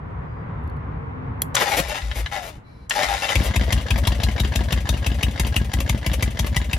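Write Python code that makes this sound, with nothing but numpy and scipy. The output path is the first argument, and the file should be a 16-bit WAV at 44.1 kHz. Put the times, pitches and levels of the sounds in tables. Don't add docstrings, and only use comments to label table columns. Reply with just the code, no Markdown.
import sys
import numpy as np
from scipy import signal
from scipy.fft import rfft, irfft, next_fast_len
from scipy.io import wavfile
from scipy.ndimage import uniform_filter1d, map_coordinates

SR = 44100
rng = np.random.default_rng(int(sys.argv[2]) if len(sys.argv) > 2 else 0)


def transcribe(u):
    v = np.clip(np.atleast_2d(u).T, -1, 1)
    q = np.round(v * 32767).astype(np.int16)
    wavfile.write(sys.argv[1], SR, q)


N = 298998
TIME = np.arange(N) / SR

# [t/s, peak level/dB, casing ring level/dB, ring f/Hz]
FIRINGS = [(3.351, -10, -6.5, 2390), (3.5574, -8.5, -9.5, 2550), (3.722, -5.5, -13.5, 3020),
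           (3.9032, -10.5, -7.5, 2600), (4.069, -5, -16, 4030), (4.2311, -9.5, -14, 4240),
           (4.396, -7, -16, 3740), (4.553, -8.5, -12, 2750), (4.722, -7, -9, 2730),
           (4.888, -6.5, -14.5, 3870), (5.062, -7, -10, 2830), (5.2272, -5, -7.5, 2836),
           (5.395, -8, -18, 2080), (5.559, -7.5, -8.5, 2870), (5.733, -8.5, -19, 2020),
           (5.891, -7.5, -12.5, 2120), (6.061, -9, -19.5, 2100), (6.223, -7, -15.5, 2100),
           (6.39, -7, -18, 3500), (6.561, -8.5, -14.5, 2030), (6.728, -9.5, -8, 2420)]
# [knock t/s, gulp level/dB, knock level/dB]
INTAKES = [(3.509, -18.5, -15.5), (3.69, -19, -16), (3.864, -26, -14.5), (4.035, -17.5, -14),
           (4.2, -21, -11.5), (4.362, -21, -14.5), (4.521, -21, -14), (4.685, -21, -15.5),
           (4.855, -22.5, -15), (5.026, -21.5, -17), (5.192, -20.5, -16.5), (5.359, -27, -18),
           (5.524, -20, -16), (5.695, -25, -23), (5.862, -21.5, -17.5), (6.028, -28, -19.5),
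           (6.195, -20, -17.5), (6.356, -27, -26), (6.527, -20, -21), (6.696, -23, -19.5)]
# [f/Hz, level/dB]
METAL = [(200, 5), (400, 0.5), (620, 7), (1000, 0.5), (1350, -1.5), (1700, -1), (2050, 2.5), (2450, -10.5),
         (3000, -2), (4000, -7), (5500, -11), (8000, -18.5), (12000, -24.5), (15000, -55.5)]

BOOM_DB, SETTLE_DB_PER_S = -15.5, 1.2
BARK_DB = -4
SNAP_S = .0018


def undb(db):
    return 10 ** (np.asarray(db) / 20)


def unit(x):
    return x / np.sqrt(np.mean(x ** 2) + 1e-20)


def noise(size=N):
    return rng.standard_normal(size)


def walk(rate):
    hold = max(int(SR / rate), 1)
    steps = np.repeat(noise(N // hold + 1), hold)
    return 1.318 * uniform_filter1d(steps, hold)[:N]


def on_bins(points, size):
    hz, value = np.transpose(points)
    bin_hz = np.arange(size // 2 + 1) * SR / size
    return np.interp(np.log(bin_hz + 1), np.log(hz), value)


def colour(x, points, size=4096):
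    cepstrum = irfft(on_bins(points, size) * np.log(10) / 20)
    cepstrum[1:size // 2] *= 2
    cepstrum[size // 2 + 1:] = 0
    response = irfft(np.exp(rfft(cepstrum)))
    return signal.fftconvolve(x, response / np.linalg.norm(response))[:N]


def ring(x, modes):
    t = TIME[:SR // 4]
    response = sum(undb(db) * width * np.exp(-np.pi * width * t) * np.sin(2 * np.pi * hz * t)
                   for hz, width, db in modes)
    return signal.fftconvolve(x, response / np.linalg.norm(response))[:N]


def add(track, s, sound):
    start = int(np.clip(s * SR, 0, N))
    track[start:start + len(sound)] += sound[:N - start]


def blows(rows, rise, decay):
    t, power = TIME[:SR // 5], np.zeros(N)
    shape = np.minimum(t / rise, 1) * np.exp(-np.maximum(t - rise, 0) / decay)
    for s, db in rows:
        add(power, s, (undb(db) * shape) ** 2)
    return np.sqrt(power)


def swells(rows):
    out = np.zeros(N)
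    for s, length, height in rows:
        add(out, s, height * signal.windows.tukey(int(length * SR), .5))
    return out


def impacts(rate, spread_db):
    hits = rng.random(N) < rate / SR
    return unit(hits * noise() * undb(spread_db * np.clip(noise(), -2, 2)))


def narrow(hz, width_hz):
    turn = 2 * np.pi * np.cumsum(hz) / SR
    return (walk(width_hz) * np.sin(turn) + walk(width_hz) * np.cos(turn)) / 1.08


def cycles():
    s, peak_db, _, _ = np.transpose(FIRINGS)
    period = np.diff(s)
    boom_db = BOOM_DB - SETTLE_DB_PER_S * (s - s[0])
    return np.transpose([s, np.append(period, period[-1]), boom_db, peak_db + BARK_DB])


def exhaust():
    # [t/s, length/s, level/dB]
    spit_rows = [(1.59, 0.055, -24.5), (1.666, 0.12, -30), (1.763, 0.048, -18.5), (1.878, 0.029, -32),
                 (2.14, 0.087, -32.5), (2.407, 0.11, -39), (3.425, 0.062, -28.5), (3.975, 0.019, -29),
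                 (5.465, 0.014, -28.5), (5.802, 0.0081, -21), (6.131, 0.015, -23), (6.462, 0.014, -26.5)]
    # [f/Hz, level/dB]
    bark_spectrum = [(150, 9.5), (300, -1.8), (480, -10), (750, -6), (1300, -10.5), (1900, -6.5),
                     (2400, -6), (3000, -4), (4200, -11.5), (6200, -9.5), (8000, -11), (10000, -10.5),
                     (12000, -13.5), (15000, -20)]
    gas_spectrum = [(200, -30), (400, -3), (580, 5), (800, -11.5), (1200, -22), (2000, -4.5), (3000, -6.5),
                    (4500, -18), (6500, -14.5), (9000, -13.5), (12000, -22), (15000, -22)]
    spit_spectrum = [(1000, 5.0), (3000, -4.0), (8000, -5.5), (12000, -3.0), (15000, -11.0)]

    barks = cycles()[:, [0, 3]]
    crack = blows(barks, rise=0.0062, decay=0.0021) * undb(-2.0)
    tail = blows(barks, rise=0.02, decay=0.0035) * undb(-34)
    breaths = [(s + 0.485 * period, -34 + 0.43 * noise(size=1)[0]) for s, period, _, _ in cycles()]
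    overlap = blows(breaths, rise=0.0033, decay=0.015)
    spits = swells([(s, length, undb(db)) for s, length, db in spit_rows])
    gas = colour(noise() * (overlap + .6 * spits), gas_spectrum)
    bright_gas = colour(noise() * spits * 0.61, spit_spectrum)
    return colour(impacts(16000, 10.3) * crack + noise() * tail, bark_spectrum) + gas + bright_gas


def gulp(length, open_hz, low_hz, close_hz, swell_db, steep):
    piston = np.linspace(-1, 1, int(length * SR))
    bend_hz = np.where(piston < 0, open_hz - low_hz, close_hz - low_hz)
    hz = low_hz + bend_hz * piston ** 2
    wave = -np.sin(2 * np.pi * np.cumsum(hz) / SR)
    opening = signal.windows.tukey(len(piston), .25) * undb(swell_db * piston)
    return np.sqrt(2) * (wave + steep * (wave ** 2 - .5)) * opening


def booms():
    # [delay after firing/s, length/s, opening f/Hz, mid-stroke f/Hz, closing f/Hz]
    blowdown = (.0056, .0687, 123.4, 50.7, 111.2)
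    # [lead before its knock/s, length/s, opening f/Hz, mid-stroke f/Hz, closing f/Hz]
    suction = (.053, .061, 42, 60, 120)
    # [t/s, length/s, level/dB]
    crank_gulps = [(1.725, 0.145, -32.5), (1.859, 0.086, -32.5), (2.019, 0.116, -24), (2.159, 0.106, -23.5),
                   (3.055, 0.13, -30.5)]
    # [f/Hz, width/Hz, level/dB]
    pipe_modes = [(122, 18.2, 4), (165, 31, -17), (206.8, 22, -2.5), (257, 22, -16), (304, 26, -17)]
    flow_spectrum = [(70, -32.5), (120, 0.5), (170, -1.5), (225, 0.5), (300, -7.0), (400, -25.5), (900, -39.5)]
    opening_s, closing_s = .0096, .056
    intake_shut_s = .008

    out, puffs = np.zeros(N), np.zeros(N)
    for s, _, db, _ in cycles():
        stroke = gulp(*blowdown[1:], swell_db=-1.5 + 0.99 * noise(size=1), steep=-0.12)
        add(out, s + blowdown[0], undb(db) * stroke)
        add(puffs, s + opening_s, -undb(db + 19.5 + 1.5 * noise(size=1)))
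        add(puffs, s + closing_s, undb(db + 24 + 3.1 * noise(size=1)))
    for s, db, _ in INTAKES:
        add(out, s - suction[0], undb(db) * gulp(*suction[1:], swell_db=4.0, steep=0.18))
        add(puffs, s - intake_shut_s, -undb(db + 19 + 1.5 * noise(size=1)))
    flow = uniform_filter1d(np.abs(out), SR // 50) * noise()
    for s, length, db in crank_gulps:
        add(out, s, undb(db) * gulp(length, 71.7, 52.2, 81, swell_db=0.0, steep=0.14))
    return out + ring(puffs, pipe_modes) + undb(-15.5) * colour(flow, flow_spectrum)


def strike(taps, focus=6):
    # [f/Hz, width/Hz, level/dB]
    casing = [(545, 67, 2), (636, 45, -5), (800, 11, -18), (988, 147, 7), (1660, 101, -3), (2016, 88, -8.5),
              (2214, 160, -1.5), (2665, 253, 4.5), (2892, 176, -0.5), (3254, 200, 2), (3706, 156, 3),
              (4210, 180, -6), (4805, 77, -7), (5170, 190, -4), (6800, 89, -0.5)]
    scatter_db, detune_share = 4.5, .018

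    t, out = TIME[:SR // 30], np.zeros(N)
    hz, width, mode_db = np.transpose(casing)[:, :, None]
    for s, db, centre_hz in taps:
        size, detune, phase = rng.standard_normal((3, len(casing), 1))
        away = np.log2(hz / centre_hz)
        near_db = 15.7 * np.exp(-(away / 0.14) ** 2)
        scattered_db = mode_db + scatter_db * np.clip(size, -1.5, 1.5)
        gain = undb(scattered_db - focus * np.abs(away) + near_db)
        tones = np.sin(2 * np.pi * (hz * (1 + detune_share * detune) * t + phase))
        modes = gain / np.linalg.norm(gain) * np.exp(-np.pi * width * t) * tones
        add(out, s, undb(db) * modes.sum(0) * np.minimum(t / 0.0014, 1))
    return out


def thuds():
    # [t/s, level/dB,
    # f/Hz]
    thud_rows = [(1.627, -13.5, 468), (1.797, -28.5, 474), (1.802, -12, 180), (3.68, -20.5, 493),
                 (3.857, -24, 480), (4.075, -16, 980), (4.191, -23, 500), (4.355, -24, 500),
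                 (4.517, -30, 520)]
    t, out = TIME[:SR // 15], np.zeros(N)
    envelope = np.minimum(t / 0.00028, 1) * np.exp(-t / 0.0039)
    for s, db, hz in thud_rows:
        add(out, s, undb(db) * np.sin(2 * np.pi * hz * t) * envelope)
    return out


def clatter():
    # [t/s, level/dB]
    knock_rows = [(1.564, -12.5), (1.598, -26), (1.72, -30), (2.017, -24.5), (2.112, -25.5), (2.259, -24),
                  (2.907, -11.5), (3.165, -26)]
    # [f/Hz, level/dB]
    pinion_spectrum = [(300, -24), (800, -2), (1300, -2), (1850, 8.5), (2400, -1.5), (3100, 5.5),
                       (4200, -5), (7000, -18.5), (14000, -36.5)]

    churn_db = np.interp(TIME, [3.3, 3.36, 3.6, 3.85, 6.7], [-102, -40.0, -33.5, -43.0, -50.0])
    rattle = colour(impacts(450, 0.83) * undb(churn_db + 1.0 * walk(40)), METAL)
    jolts = strike([(s + 0.0047, db, hz) for s, _, db, hz in FIRINGS]) * undb(4.0)
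    slaps = undb(-10) * strike([(s, db, 680) for s, _, _, db in cycles()], focus=2.4)
    knock_envelope = blows(knock_rows, rise=0.0037, decay=0.0016)
    knocks = colour(impacts(3900, 1.0) * knock_envelope, pinion_spectrum)
    return rattle + jolts + slaps + knocks + thuds()


def valve_gear():
    # [t/s, level/dB, f/Hz]
    seat_taps = [(3.4181, -18, 1800), (3.5379, -10.5, 2040), (3.6102, -11, 2140), (3.704, -11.5, 2100),
                 (3.7768, -13.5, 2900), (3.8831, -14, 2940), (3.9579, -11.5, 2080), (4.0512, -9.5, 3080),
                 (4.119, -10, 2900), (4.2164, -13, 3050), (4.2847, -12.5, 2100), (4.3789, -11, 2360),
                 (4.4458, -11, 3020), (4.5371, -11, 2660), (4.6064, -13.5, 3000), (4.7057, -10, 2900),
                 (4.774, -15, 1930), (4.8704, -13, 1680), (4.9384, -15.5, 2900), (5.0439, -13, 2800),
                 (5.1158, -15, 2880), (5.2084, -13.5, 2090), (5.2814, -22, 2130), (5.3762, -16, 1900),
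                 (5.4475, -12, 3000), (5.5413, -15, 2860), (5.6134, -21, 1830), (5.7159, -17, 1810),
                 (5.7862, -17, 2490), (5.876, -18, 2080), (5.9454, -21.5, 1800), (6.0437, -16.5, 2040),
                 (6.115, -14, 3450), (6.2068, -15, 2300), (6.2726, -19, 1910), (6.3709, -15.5, 1840),
                 (6.4438, -15, 2050), (6.545, -13.5, 2150), (6.6144, -15, 1930), (6.7116, -15.5, 2480)]
    # [share of the cycle, level/dB, f/Hz]
    light_contacts = [(0.226, -16.5, 1680), (0.334, -18, 3000), (.755, -27.5, 600)]

    light = []
    for s, period, _, _ in cycles():
        settle_db = SETTLE_DB_PER_S * (s - FIRINGS[0][0])
        for share, db, hz in light_contacts:
            at = s + share * period + 0.0016 * noise(size=1)[0]
            light.append((at, db + 0.87 * noise(size=1)[0] - settle_db, hz))
    intake_knocks = [(s, db, 1730) for s, _, db in INTAKES]
    taps = np.vstack([seat_taps, light, intake_knocks])
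    bounces = [(s + rng.uniform(0.00217, .007), db - 8.5, hz) for s, db, hz in taps]
    scrape = colour(impacts(4500, 0.35) * blows(taps[:, :2], rise=0.0028, decay=.0055), METAL)
    return undb(-5.5) * (strike(taps) + strike(bounces)) + undb(-14.5) * scrape


def turning():
    # [start t/s, stop t/s, turning gears level/dB, fade as it slows/(dB/s)]
    tries = [(1.544, 2.596, -23, 29), (2.903, 3.463, -25, 8.5)]
    coast_db = -55.5
    run_out_s = 0.041

    load = np.zeros(N)
    for start, stop, db, fade_db_per_s in tries:
        t = TIME[:int((stop - start) * SR)]
        turning_load = undb(db - fade_db_per_s * t) + undb(coast_db)
        add(load, start, turning_load * np.minimum(t[::-1] / run_out_s, 1))
    return uniform_filter1d(load, SR // 200)


def shoving():
    # [t/s, length/s, level/dB, mesh f/Hz, mesh tone level/dB, f/Hz where the housing rings most]
    shoves = [(1.56, 0.032, -20.5, 824.3, -27, 2260), (1.605, 0.018, -14, 837, -34, 1955),
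              (1.654, 0.038, -22, 833.7, -23, 2017), (1.71, 0.037, -17, 840, -16.5, 2232),
              (1.765, 0.093, -32, 731, -32.5, 1930), (1.893, 0.033, -23, 832, -27, 2738),
              (1.943, 0.042, -23, 819.7, -29, 2700), (2.151, 0.044, -33, 622.3, -44, 2200),
              (2.314, 0.071, -24.5, 834.5, -28, 1970), (2.35, 0.02, -40, 793, -50, 1780),
              (2.39, 0.12, -32, 737.5, -33, 609.4), (2.952, 0.074, -18.5, 840, -19.5, 1890),
              (3.024, 0.015, -13.5, 796, -27, 2110), (3.042, 0.0054, -20, 726, -28, 2000),
              (3.083, 0.049, -22, 843, -18.5, 2640), (3.135, 0.01, -21.5, 790, -21, 2037),
              (3.219, 0.036, -20, 837, -26, 2740), (3.284, 0.028, -16, 835, -42, 3050),
              (3.315, 0.016, -18.5, 850, -31, 2055)]
    attack_s, release_s, ease_db_per_s = 0.0025, 0.0042, 55
    mesh_sag_hz_per_s, slowest_mesh_hz, ring_sag_hz_per_s = 1000, 562, 1500
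    mesh_build_s = 0.0051

    load, tone, t = np.zeros(N), np.zeros(N), TIME[:SR // 4]
    mesh_hz, ring_hz = np.full(N, 1. * slowest_mesh_hz), np.full(N, 1. * shoves[0][5])
    for s, length, db, start_hz, tone_db, housing_hz in shoves:
        release = np.exp(-np.maximum(t - length, 0) / release_s)
        grip = np.minimum(t / attack_s, 1) * release * undb(-ease_db_per_s * t)
        add(load, s, grip * undb(db))
        add(tone, s, grip * undb(tone_db))
        start = int(s * SR)
        since = TIME[:N - start]
        mesh_hz[start:] = start_hz - mesh_sag_hz_per_s * since
        ring_hz[start:] = housing_hz - ring_sag_hz_per_s * np.minimum(since, t[-1])
    keep = np.exp(-1 / (mesh_build_s * SR))
    tone = signal.lfilter([1 - keep], [1, -keep], tone)
    mesh_hz = uniform_filter1d(np.maximum(mesh_hz, slowest_mesh_hz), SR // 100)
    return load, tone, mesh_hz, ring_hz


def grinding(load, ring_hz):
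    # [f/Hz, width/Hz, level/dB]
    housing = [(610, 33, -5.5), (813, 61, -5.5), (1042, 44, -9), (1370, 64, -4.5), (1743, 120, -5.5),
               (1990, 34, -6), (2240, 96, -7), (2630, 140, -11), (2990, 200, -6.5), (3730, 82, -7.5),
               (5150, 176, -9.5), (6600, 180, -12)]
    contacts_per_s, scatter_db, accent_db = 230, 4, 3
    bend_s, burst_db, level_db = .0008, 2.5, -14

    turn = np.cumsum(contacts_per_s * (1 + .4 * np.tanh(walk(200)))) / SR
    at, out = np.flatnonzero(np.diff(np.floor(turn))), np.zeros(N)
    for hz, width, db in housing:
        size, side = rng.standard_normal((2, N // 100))[:, :len(at)]
        accent = accent_db * np.exp(-(np.log2(hz / ring_hz[at]) / 0.23) ** 2)
        contacts = np.zeros(N)
        contacts[at] = load[at] * np.sign(side) * undb(db + accent + scatter_db * np.tanh(size))
        out += ring(contacts, [(hz, width, 0)])
    out = map_coordinates(out, [(TIME + bend_s * walk(25)) * SR], order=3)
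    return out * np.sqrt(SR / contacts_per_s) * undb(level_db + burst_db * np.tanh(walk(80)))


def starter():
    # [f/Hz, level/dB]
    gear_spectrum = [(175, -27), (350, -28.5), (580, 8), (700, -11.5), (820, 6.5), (1020, -12), (1400, -2),
                     (1900, -6.5), (2700, -8), (3800, -13), (5200, -23.5), (8000, -21), (12000, -18),
                     (15000, -71)]
    partials_db = [-3, -14, -25, -29.5]
    hiss_spectrum = [(2000, -4.0), (5500, -5.5), (9000, -7.5), (14000, -20.5)]
    hiss_db, shove_hiss_db = -10.5, -15
    tooth_noise_db, squeal_db, squeal_width_hz = -14, -12.5, 120
    pinion_teeth, rasp_db = 8, 4.5

    steady = turning()
    shoves, tone, mesh_hz, ring_hz = shoving()
    load = np.hypot(steady, shoves)
    flutter = .018 * (walk(250) + 0.686 * walk(45))
    turn = 2 * np.pi * np.cumsum(mesh_hz * (1 + flutter)) / SR
    mesh = sum(undb(db + 4 * np.tanh(walk(70))) * np.sin(k * turn) for k, db in enumerate(partials_db, 1))
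    teeth = impacts(5000, 1.2) * load * undb(5.7 * np.tanh(walk(110)) + tooth_noise_db)
    rubbing = np.hypot(steady * undb(hiss_db), shoves * undb(shove_hiss_db))
    hiss = colour(noise() * rubbing, hiss_spectrum)
    rasp = unit(undb(rasp_db * np.cos(turn / pinion_teeth)))
    squeal = narrow(ring_hz, squeal_width_hz) * shoves * undb(squeal_db)
    grind = grinding(load * rasp, ring_hz) + colour(teeth * rasp, gear_spectrum) + hiss * rasp + squeal
    return grind, mesh * tone * rasp * undb(-1.0)


def switch():
    # [t/s, level/dB]
    snap_rows = [(1.418, -5.5)]
    # [f/Hz, level/dB]
    snap_spectrum = [(750, -8), (1500, -11.5), (2500, -11), (3400, -6), (5000, -8), (7000, -2), (9000, 3),
                     (12000, 4.5), (15000, -0.5), (16000, -14)]
    # [f/Hz, width/Hz, level/dB]
    spring_modes = [(2080, 130, -7), (3320, 75, 6), (4100, 81, -3), (6150, 150, -18), (6500, 120, -26)]

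    kicks = np.zeros(N)
    for s, db in snap_rows:
        add(kicks, s + SNAP_S, undb([db + 1.5]))
    snap = blows(snap_rows, rise=SNAP_S, decay=SNAP_S) * undb(-5.5)
    tail = blows(snap_rows, rise=SNAP_S, decay=0.011) * undb(-26.5)
    return colour(noise() * (snap + tail), snap_spectrum) + ring(kicks, spring_modes)


def relay():
    # [t/s, level/dB]
    slams = [(1.549, -11), (2.894, -20)]
    # [f/Hz, level/dB]
    clack_spectrum = [(350, -48.5), (600, -33), (1160, -6), (2750, -20.5), (3060, -14), (5040, -14),
                      (5460, -7), (7550, -2), (8750, -8.5), (11900, -17), (15000, -19)]
    return colour(noise() * blows(slams, rise=0.0058, decay=0.002), clack_spectrum)


def whine():
    # [f/Hz, level/dB]
    motor_tones = [(2310, -61), (4020, -61), (4320, -71), (5324, -72), (11000, -78)]
    brush_spectrum = [(1500, -14), (4200, 4), (7000, -6), (11000, -4), (15000, -28)]

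    tones = np.zeros(N)
    for hz, db in motor_tones:
        level = undb(db + 3.5 * np.tanh(walk(60)))
        tones += level * np.sin(2 * np.pi * hz * np.cumsum(1 + 0.005 * walk(300)) / SR)
    brushes = undb(-66) * colour(noise(), brush_spectrum)
    return (tones + brushes) * swells([(2.62, 0.28, 0.62)])


def small_sounds():
    # [t/s, level/dB]
    tick_rows = [(.638, -58), (.675, -54), (.697, -51), (.767, -61)]
    # [f/Hz, width/Hz, level/dB]
    tick_modes = [(4450, 410, -4), (6200, 500, -21), (7600, 700, -12), (10500, 2500, -10)]
    # [t/s, length/s, level/dB, start f/Hz, end f/Hz]
    squeaks = [(.24, .24, -77, 4850, 4720), (.55, .18, -72, 3680, 3520)]

    out = ring(noise() * blows(tick_rows, rise=SNAP_S, decay=SNAP_S), tick_modes)
    for s, length, db, start_hz, end_hz in squeaks:
        hz = np.linspace(start_hz, end_hz, int(length * SR))
        tone = np.sin(2 * np.pi * np.cumsum(hz) / SR)
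        add(out, s, undb(db) * signal.windows.tukey(len(hz), .5) * tone)
    return out


def hums():
    # [t/s, length/s, level/dB, start f/Hz, end f/Hz]
    hum_rows = [(.45, .45, -47, 235, 250), (.85, .7, -45, 255, 268), (.8, .65, -51, 445, 470)]
    out = np.zeros(N)
    for s, length, db, start_hz, end_hz in hum_rows:
        hz = np.interp(TIME, [s, s + length], [start_hz, end_hz])
        out += narrow(hz, width_hz=14) * swells([(s, length, undb(db))])
    return out


def rumble_db():
    start_db, swell_db_per_s = -32.5, 2
    fade_s, fade_db_per_s, left_db = 1.53, 106, -48
    fade_db = fade_db_per_s * np.maximum(TIME - fade_s, 0)
    return np.maximum(start_db + swell_db_per_s * TIME - fade_db, left_db)


def outdoors(spectrum, wide_hz):
    mid, side = (unit(colour(noise() * undb(1.05 * walk(14.5)), spectrum)) for _ in range(2))
    side = signal.sosfilt(signal.butter(2, wide_hz, "high", fs=SR, output="sos"), side)
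    return mid + 1.23 * side * np.array([[1], [-1]])


def place(x, pan, wet_db, t60):
    # [f/Hz, phase/rad]
    port_phase = [(300, 0), (1050, .6), (1550, 2.6), (1850, 0), (3000, .8), (4900, 0), (6200, -1),
                  (8400, -3.1), (12000, -6.3), (15500, -9.4)]
    echo_shift_per_s = 7

    size = next_fast_len(N + SR // 4, True)
    tilt, lag = undb(on_bins(pan, size) / 2), np.exp(-1j * on_bins(port_phase, size))
    ports = rfft(x, size) * np.array([tilt, 1 / tilt])
    direct = irfft(ports * np.array([np.ones(len(lag)), lag]), size)[:, :N]
    t = TIME[:SR // 5]
    walls = rng.standard_normal((3, 2, len(t))) * undb(-60 * t / t60) * (t > .003)
    high_pass = signal.butter(2, 300, "high", fs=SR, output="sos")
    walls = signal.sosfilt(high_pass, walls / np.linalg.norm(walls[0, 0]))
    shares = np.array([walk(echo_shift_per_s) for _ in walls])
    shares /= np.sqrt(np.sum(shares ** 2, axis=0) + 0.11)
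    heard = irfft(ports, size)[:, :N]
    echoes = sum(signal.oaconvolve(heard * share, wall, axes=1)[:, :N] for share, wall in zip(shares, walls))
    return direct + undb(wet_db) * echoes


def scene():
    # [f/Hz, left minus right level/dB]
    engine_pan = [(60, 2.7), (300, 1.8), (700, 4.7), (1300, 3), (2400, 5), (4400, 8.6), (8000, 3.8),
                  (15000, 1.1)]
    starter_pan = [(380, 2), (750, 11.2), (1300, 5.9), (2400, 6.9), (4400, 11), (8000, 2.4), (15000, 1.3)]
    # [f/Hz, level/dB]
    rumble_spectrum = [(25, -48.5), (65, 2.5), (152, 0), (205, -12.5), (256, -11), (340, -20), (460, -17),
                       (620, -24.5), (1000, -18), (1400, -26), (2000, -31), (3000, -46.5), (5000, -63.5),
                       (15000, -103)]
    air_spectrum = [(25, 12.5), (80, 5.5), (170, -3.5), (600, -20.5), (2000, -28.5), (5000, -52),
                    (15000, -63.5)]
    switch_pan = [(500, 1.9), (12000, -.5)]
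    relay_pan = [(500, 3.6), (5000, 6.2), (12000, 0.93)]

    pipe = place(booms() + exhaust(), engine_pan, wet_db=-5.5, t60=0.094)
    block = place(clatter(), engine_pan, wet_db=-1.0, t60=0.067)
    valves = place(valve_gear(), engine_pan, wet_db=-2, t60=0.18)
    drift_db = np.interp(TIME, [3.4, 6.7], [.6, -.9])
    engine = (pipe + block + valves) * undb(np.array([drift_db, -drift_db]) / 2)
    grind, mesh = starter()
    cranking = place(grind, starter_pan, wet_db=-3.0, t60=0.14)
    cranking = cranking + place(mesh + whine(), starter_pan, wet_db=-8.5, t60=0.15)
    clicks = place(switch() + small_sounds(), switch_pan, wet_db=-25, t60=0.18)
    clacks = place(relay(), relay_pan, wet_db=-11, t60=0.154)
    rumble = outdoors(rumble_spectrum, 330) * undb(rumble_db()) + hums()
    air = outdoors(air_spectrum, 400) * undb(-37.0)
    background = (rumble + air) * undb(np.array([[.4], [-.4]]))
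    return engine + cranking + clicks + clacks + background


def record(dry):
    top_hz, peak = 15700, .85
    thin = signal.sosfiltfilt(signal.butter(3, 36, "high", fs=SR, output="sos"), dry)
    rounded = peak * np.tanh(thin / peak)
    return signal.sosfilt(signal.ellip(8, .2, 80, top_hz, fs=SR, output="sos"), rounded)


dry = scene()
out = record(dry)
transcribe(out)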